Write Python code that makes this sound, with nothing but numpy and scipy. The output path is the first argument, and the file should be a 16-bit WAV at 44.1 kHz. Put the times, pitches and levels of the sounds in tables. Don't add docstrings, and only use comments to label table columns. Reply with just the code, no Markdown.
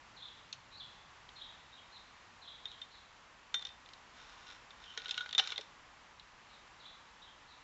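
import sys
import numpy as np
from scipy import signal
from scipy.fft import rfft, irfft, next_fast_len
from scipy.io import wavfile
from scipy.ndimage import map_coordinates

SR = 44100
rng = np.random.default_rng(int(sys.argv[2]) if len(sys.argv) > 2 else 0)


def wav_record(signal):
    frames = np.transpose(np.atleast_2d(signal))
    bounded = np.clip(frames, -1, 1)
    quanta = np.round(bounded * 32767).astype(np.int16)
    wavfile.write(sys.argv[1], SR, quanta)


N = 336654

# (frequency [Hz], relative level [dB])
AIR = [(15, -29.5), (25, -4.5), (49, -4.5), (96, -5.5), (142, -8), (259, -9), (420, -12), (497, -9.5),
       (633, -9), (1130, -3.5), (1270, -5.5), (2890, -10), (3860, -14), (7060, -20), (7960, -23),
       (10300, -59.5), (17500, -120)]
AIR_DB = -59.5
# (centre [Hz], width [Hz], level [dB])
HOUSING = [(54, 18, -8), (880, 240, -9.5), (1070, 500, -19.5), (1830, 420, -14.5)]
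ENGINE_AT_S, ENGINE_SWELL_S, ENGINE_DB = .75, 0.27, -72

# (time from syllable start [s], length [s], first pitch [Hz], last pitch [Hz], relative level [dB])
CHIRRUP = [(.004, 0.027, 4400, 3470, -6.5), (.025, 0.0442, 3600, 3150, -11.5),
           (0.061, 0.0204, 3350, 3980, 1.5), (.098, .048, 3850, 3060, -11)]
CHEEP = [(.01, .07, 3950, 4020, -6), (.068, 0.023, 4150, 4520, -4.5), (.094, .034, 4215, 2950, 3.5)]
CHIP = [(.002, .022, 3565, 3970, -1.5), (.048, .032, 3400, 3050, -6.5)]
TWEET = [(0, .035, 3900, 4360, -7.5), (.025, .05, 4200, 3450, -4)]
WHISTLE = [(0, .09, 3230, 2960, -1.5)]
# (time [s], relative level [dB], syllable)
CHIRPS = [(.158, -47.5, CHIRRUP), (0.699, -50.5, CHEEP), (1.35, -47.5, CHIRRUP), (1.722, -52.5, CHIP),
          (1.915, -52.5, TWEET), (2.41, -49, CHIRRUP), (2.67, -50.5, CHIP), (2.9, -55.5, TWEET),
          (4.84, -54.5, WHISTLE), (6.489, -60, TWEET), (6.79, -52, CHIRRUP), (7.215, -53.5, CHIP),
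          (7.471, -58, TWEET)]

# (centre [Hz], width [Hz], relative level [dB])
KNOCK_BODY = [(445, 55, -9.5), (803, 140, -7.5), (1463, 210, -2.5), (1910, 150, -1), (2390, 390, -4.5)]
CLICK_BODY = [(2760, 280, -9), (3170, 180, -2.5), (3600, 240, 0.5), (4200, 430, -6.5)]
SNAP_BODY = [(5070, 440, 4.5), (5690, 400, 5.5), (6490, 460, 0.5), (7300, 400, -18.5)]
# (multiple of its pitch, relative level [dB], share of its t60)
STICK_MODES = [(.405, -28, .6), (.537, -20.5, 1.2), (.755, -15.5, 0.34), (.872, -4, 0.39),
               (.988, -6.5, 0.29), (1, 0.5, 1), (1.16, -24, 0.49), (1.58, -31.5, .5)]
STICK_RING_DB = -5.5
# (frequency [Hz], relative level [dB], t60 [s])
PIPE_MODES = [(448, -27, 0.11), (1436, -0.5, 0.1), (1469, -1, 0.15), (2220, -7.5, 0.043),
              (2830, -10, 0.054), (3205, -3, 0.089), (3760, -4, 0.18), (6400, -20, 0.088)]

# (start [s], length [s], relative level [dB])
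RATTLES = [(3.589, .08, -44), (3.86, .05, -45), (5.0, .25, -41), (5.405, 0.12, -34.5)]
RATTLE_PER_S, RATTLE_SCATTER_DB = 38, 2
RATTLE_HZ, RATTLE_SPREAD = 3550, .08
# (start [s], length [s], relative level [dB])
SLIDES = [(4.18, .25, -62), (4.469, 0.039, -55), (4.83, .17, -61), (5.032, 0.19, -56.5),
          (5.416, 0.1, -51.5)]
SLIDE_ATTACK_S, SLIDE_RELEASE_S = 0.035, 0.066

# (time [s], level [dB], knock [dB], snap [dB], stick pitch [Hz], ring t60 [s])
CLINKS = [(2.655, -30, -23, -23, 3660, 0.071), (2.816, -35, -27, -25, 3610, .11),
          (3.542, -24, -7.5, -7.5, 3595, .16), (3.651, -31, -17, -9, 3620, 0.056),
          (3.668, -33.5, -26, -13, 3660, 0.049), (3.69, -43, -13, -31, 3590, .17),
          (5.349, -25, -16, -20, 3610, 0.063), (5.38, -17, -12.5, -9, 3573, 0.074),
          (5.385, -20, -10, -12, 3830, .08), (5.559, -36, -17, -25, 3680, 0.15)]
# (time [s], level [dB], knock [dB], snap [dB], pitch [Hz], ring [dB])
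KNOCKS = [(4.4885, -42, -16, -20, 3500, -15), (4.9751, -21.5, -13, -13.5, 3720, -15.5),
          (5.0578, -27.5, -22, -29, 3040, -12), (5.0925, -26.5, -18, -19.5, 3500, -11.5),
          (5.1776, -20.5, -20.5, -21, 3250, -9), (5.2076, -26, -25, -26, 3160, -6),
          (5.5205, -21.5, -13.5, -21, 3600, -22)]
# (time [s], level [dB], knock [dB], snap [dB], pitch [Hz])
TICKS = [(.5272, -28, -27, -11, 4230), (1.29, -41.5, -13, -23, 3230), (2.7157, -38, -28, -20, 3760),
         (3.6242, -33.5, -16, -17, 3570), (3.9345, -40.5, -19, -11, 3950), (4.7062, -43, -17, -19, 3540),
         (4.8399, -41.5, -8.5, -32, 3080), (5.0828, -31, -14.5, -23.5, 3500), (5.1095, -20, -30, -13, 3590),
         (5.1427, -30, -20, -23, 3660), (5.2604, -35, -8, -25, 1520), (5.2909, -34, -9, -20, 3100),
         (5.3094, -36.5, -17, -30, 3600), (5.3283, -26, -16, -24, 3440), (5.392, -15.5, -13.5, -15.5, 3490),
         (5.396, -14.5, -14, -14.5, 3070), (5.4735, -27.5, -11, -8, 4050), (5.5039, -29.5, -31, -24, 3520),
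         (5.5787, -24, -12, -20, 3450), (5.6111, -35.5, -25, -8, 3320), (6.1968, -40, -26, -25, 3960)]
# (time [s], level [dB], pitch [Hz], t60 [s])
THUDS = [(3.543, -38, 1420, .04), (4.977, -50, 445, 0.076), (5.394, -39.5, 755, 0.085),
         (5.463, -37, 1750, 0.013), (5.590, -36, 553, 0.024), (5.596, -45.5, 425, 0.051)]

TOP_HZ, ROLL_OFF_HZ = 8160, 7680


def amp(db):
    return 10 ** (np.asarray(db) / 20)


def unit(x):
    return x / np.sqrt(np.mean(x ** 2) + 1e-20)


def add(track, s, sound):
    part = track[max(round(s * SR), 0):][:len(sound)]
    part += sound[:len(part)]


def filtered(x, response):
    m = next_fast_len(len(x) + 8192)
    spectrum = rfft(x, m) * response(np.fft.rfftfreq(m, 1 / SR))
    return irfft(spectrum, m)[:len(x)]


def resonate(x, body):
    def response(f):
        total = 0
        for k, (centre, width, db) in enumerate(body):
            damping = 1j * f * width
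            total = total + (-1) ** k * amp(db) * damping / (centre * centre - f * f + damping)
        return total
    return filtered(x, response)


def wobble(rate, size):
    knots = rng.standard_normal(int(size * rate / SR) + 4)
    return map_coordinates(knots, [np.arange(size) * rate / SR])


def echo(x, t60, build_up):
    t = np.arange(SR * 3 // 4) / SR
    tail = rng.standard_normal(len(t)) * amp(-60 * t / t60) * (1 - np.exp(-t / build_up))
    return signal.fftconvolve(x, tail / np.linalg.norm(tail))[:len(x)]


def air():
    hz, db = np.transpose(AIR)
    hush = filtered(rng.standard_normal(N), lambda f: amp(np.interp(np.log(f + 1), np.log(hz), db)))
    hush = hush + sum(resonate(hush, [mode]) for mode in HOUSING)
    drift_db = 0.46 * wobble(2.38, size=N) + 0.34 * wobble(12, size=N)
    return unit(hush) * amp(AIR_DB + drift_db)


def traffic():
    drone = resonate(rng.standard_normal(N), [(117, 92, 0)])
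    drone = unit(resonate(drone, [(124, 110, 0)]))
    distance = np.hypot(1, (np.arange(N) / SR - ENGINE_AT_S) / ENGINE_SWELL_S)
    return drone * amp(ENGINE_DB) / distance


def slur(length, first_hz, last_hz):
    u = np.linspace(0, 1, round(length * SR))
    pitch = first_hz + (last_hz - first_hz) * u
    pitch = pitch * (1 + .045 * wobble(700, size=len(u)))
    return np.sin(np.pi * u) * np.sin(2 * np.pi * np.cumsum(pitch) / SR)


def sparrows():
    out = np.zeros(N)
    for s, db, syllable in CHIRPS:
        call = np.zeros(SR)
        for delay, length, first_hz, last_hz, level in syllable:
            add(call, delay, amp(level) * slur(length, first_hz, last_hz))
        short_echo = amp(3.0) * echo(call, t60=0.3, build_up=0.0075)
        long_echo = amp(-2) * echo(call, t60=1, build_up=0.041)
        add(out, s, amp(db) * (amp(1.5) * call + short_echo + long_echo))
    return out


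def contact(knock_db, snap_db, hz, own_db, t60, chatter_db, chatter_t60):
    t = np.arange(SR // 4) / SR
    force = amp(-60 * t / t60) + amp(chatter_db - 60 * t / chatter_t60)
    sound = 0
    for body, db in (KNOCK_BODY, knock_db + 5.0), (CLICK_BODY, -3), (SNAP_BODY, snap_db + 2.0):
        varied = [(centre * (1 + .035 * rng.normal()), width, level + 2 * rng.normal())
                  for centre, width, level in body]
        sound = sound + amp(db - 28.5) * unit(resonate(force * rng.standard_normal(len(t)), varied))
    own = resonate(force ** 2 * rng.standard_normal(len(t)), [(hz, 160, 0)])
    return sound + amp(own_db - 29.5) * unit(own)


def rattling():
    out = np.zeros(N)
    for start, length, db in RATTLES:
        count = max(1, round(length * RATTLE_PER_S))
        for k, (late, strength, size) in enumerate(rng.standard_normal((count, 3))):
            hz = RATTLE_HZ * np.exp(RATTLE_SPREAD * size)
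            touch = contact(knock_db=-10.5, snap_db=-20.5, hz=hz, own_db=-1.5, t60=0.013,
                            chatter_db=-9.5, chatter_t60=0.055)
            s = start + (k + .3 * late) / RATTLE_PER_S
            add(out, s, amp(db + RATTLE_SCATTER_DB * strength) * touch)
    return out


def stroke(start, length):
    t = np.arange(N) / SR - start
    attack = np.minimum(t, 0) / SLIDE_ATTACK_S
    release = np.maximum(t - length, 0) / SLIDE_RELEASE_S
    return np.exp(attack - release)


def sliding():
    slips = (rng.random(N) < 1400 / SR) * rng.standard_normal(N)
    pipe_wall = [(1460, 53, 0)]
    paths = (KNOCK_BODY, -7), (CLICK_BODY, -3), (SNAP_BODY, -9), (pipe_wall, -10)
    rub = sum(amp(db) * unit(resonate(slips, body)) for body, db in paths)
    strokes = [amp(db) * stroke(start, length) for start, length, db in SLIDES]
    return rub * np.max(strokes, axis=0)


def ring(modes, scatter_db):
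    t = np.arange(SR // 4) / SR
    tone = 0
    for hz, db, t60 in modes:
        level_db = db + scatter_db * rng.normal() - 60 * t / t60
        tone = tone + amp(level_db) * np.sin(2 * np.pi * hz * t)
    return tone * (1 - np.exp(-t / .0008))


def clinks():
    out = np.zeros(N)
    for s, db, knock_db, snap_db, hz, t60 in CLINKS:
        crack = contact(knock_db, snap_db, hz, own_db=-7.5, t60=0.016, chatter_db=-10.0, chatter_t60=0.079)
        stick = ring(np.multiply(STICK_MODES, [hz, 1, t60]), scatter_db=1.5)
        add(out, s, amp(db) * (crack + amp(STICK_RING_DB) * stick))
    return out


def knocks():
    out = np.zeros(N)
    for s, db, knock_db, snap_db, hz, ring_db in KNOCKS:
        crack = contact(knock_db, snap_db, hz, own_db=-5.5, t60=.01, chatter_db=-7, chatter_t60=0.068)
        add(out, s, amp(db) * (crack + amp(ring_db - 9) * ring(PIPE_MODES, scatter_db=2.5)))
    return out


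def ticks():
    out = np.zeros(N)
    for s, db, knock_db, snap_db, hz in TICKS:
        hit = contact(knock_db, snap_db, hz, own_db=-0.5, t60=.014, chatter_db=-7.0, chatter_t60=0.07)
        add(out, s, amp(db) * hit)
    return out


def thuds():
    out, t = np.zeros(N), np.arange(SR // 4) / SR
    for s, db, hz, t60 in THUDS:
        add(out, s, amp(db - 60 * t / t60) * np.sin(2 * np.pi * hz * t) * (1 - np.exp(-t / 0.0018)))
    return out


def feeder():
    return clinks() + knocks() + ticks() + thuds()


def scene():
    garden = air() + traffic() + sparrows()
    wood = rattling() + sliding() + feeder()
    return (wood + amp(-16.5) * echo(wood, t60=.35, build_up=0.0067) + garden)[None]


def record(dry):
    def roll_off(f):
        return (f < TOP_HZ) / np.sqrt(1 + (f / ROLL_OFF_HZ) ** 80)
    return filtered(dry[0], roll_off)[None]


dry = scene()
out = record(dry)
wav_record(out)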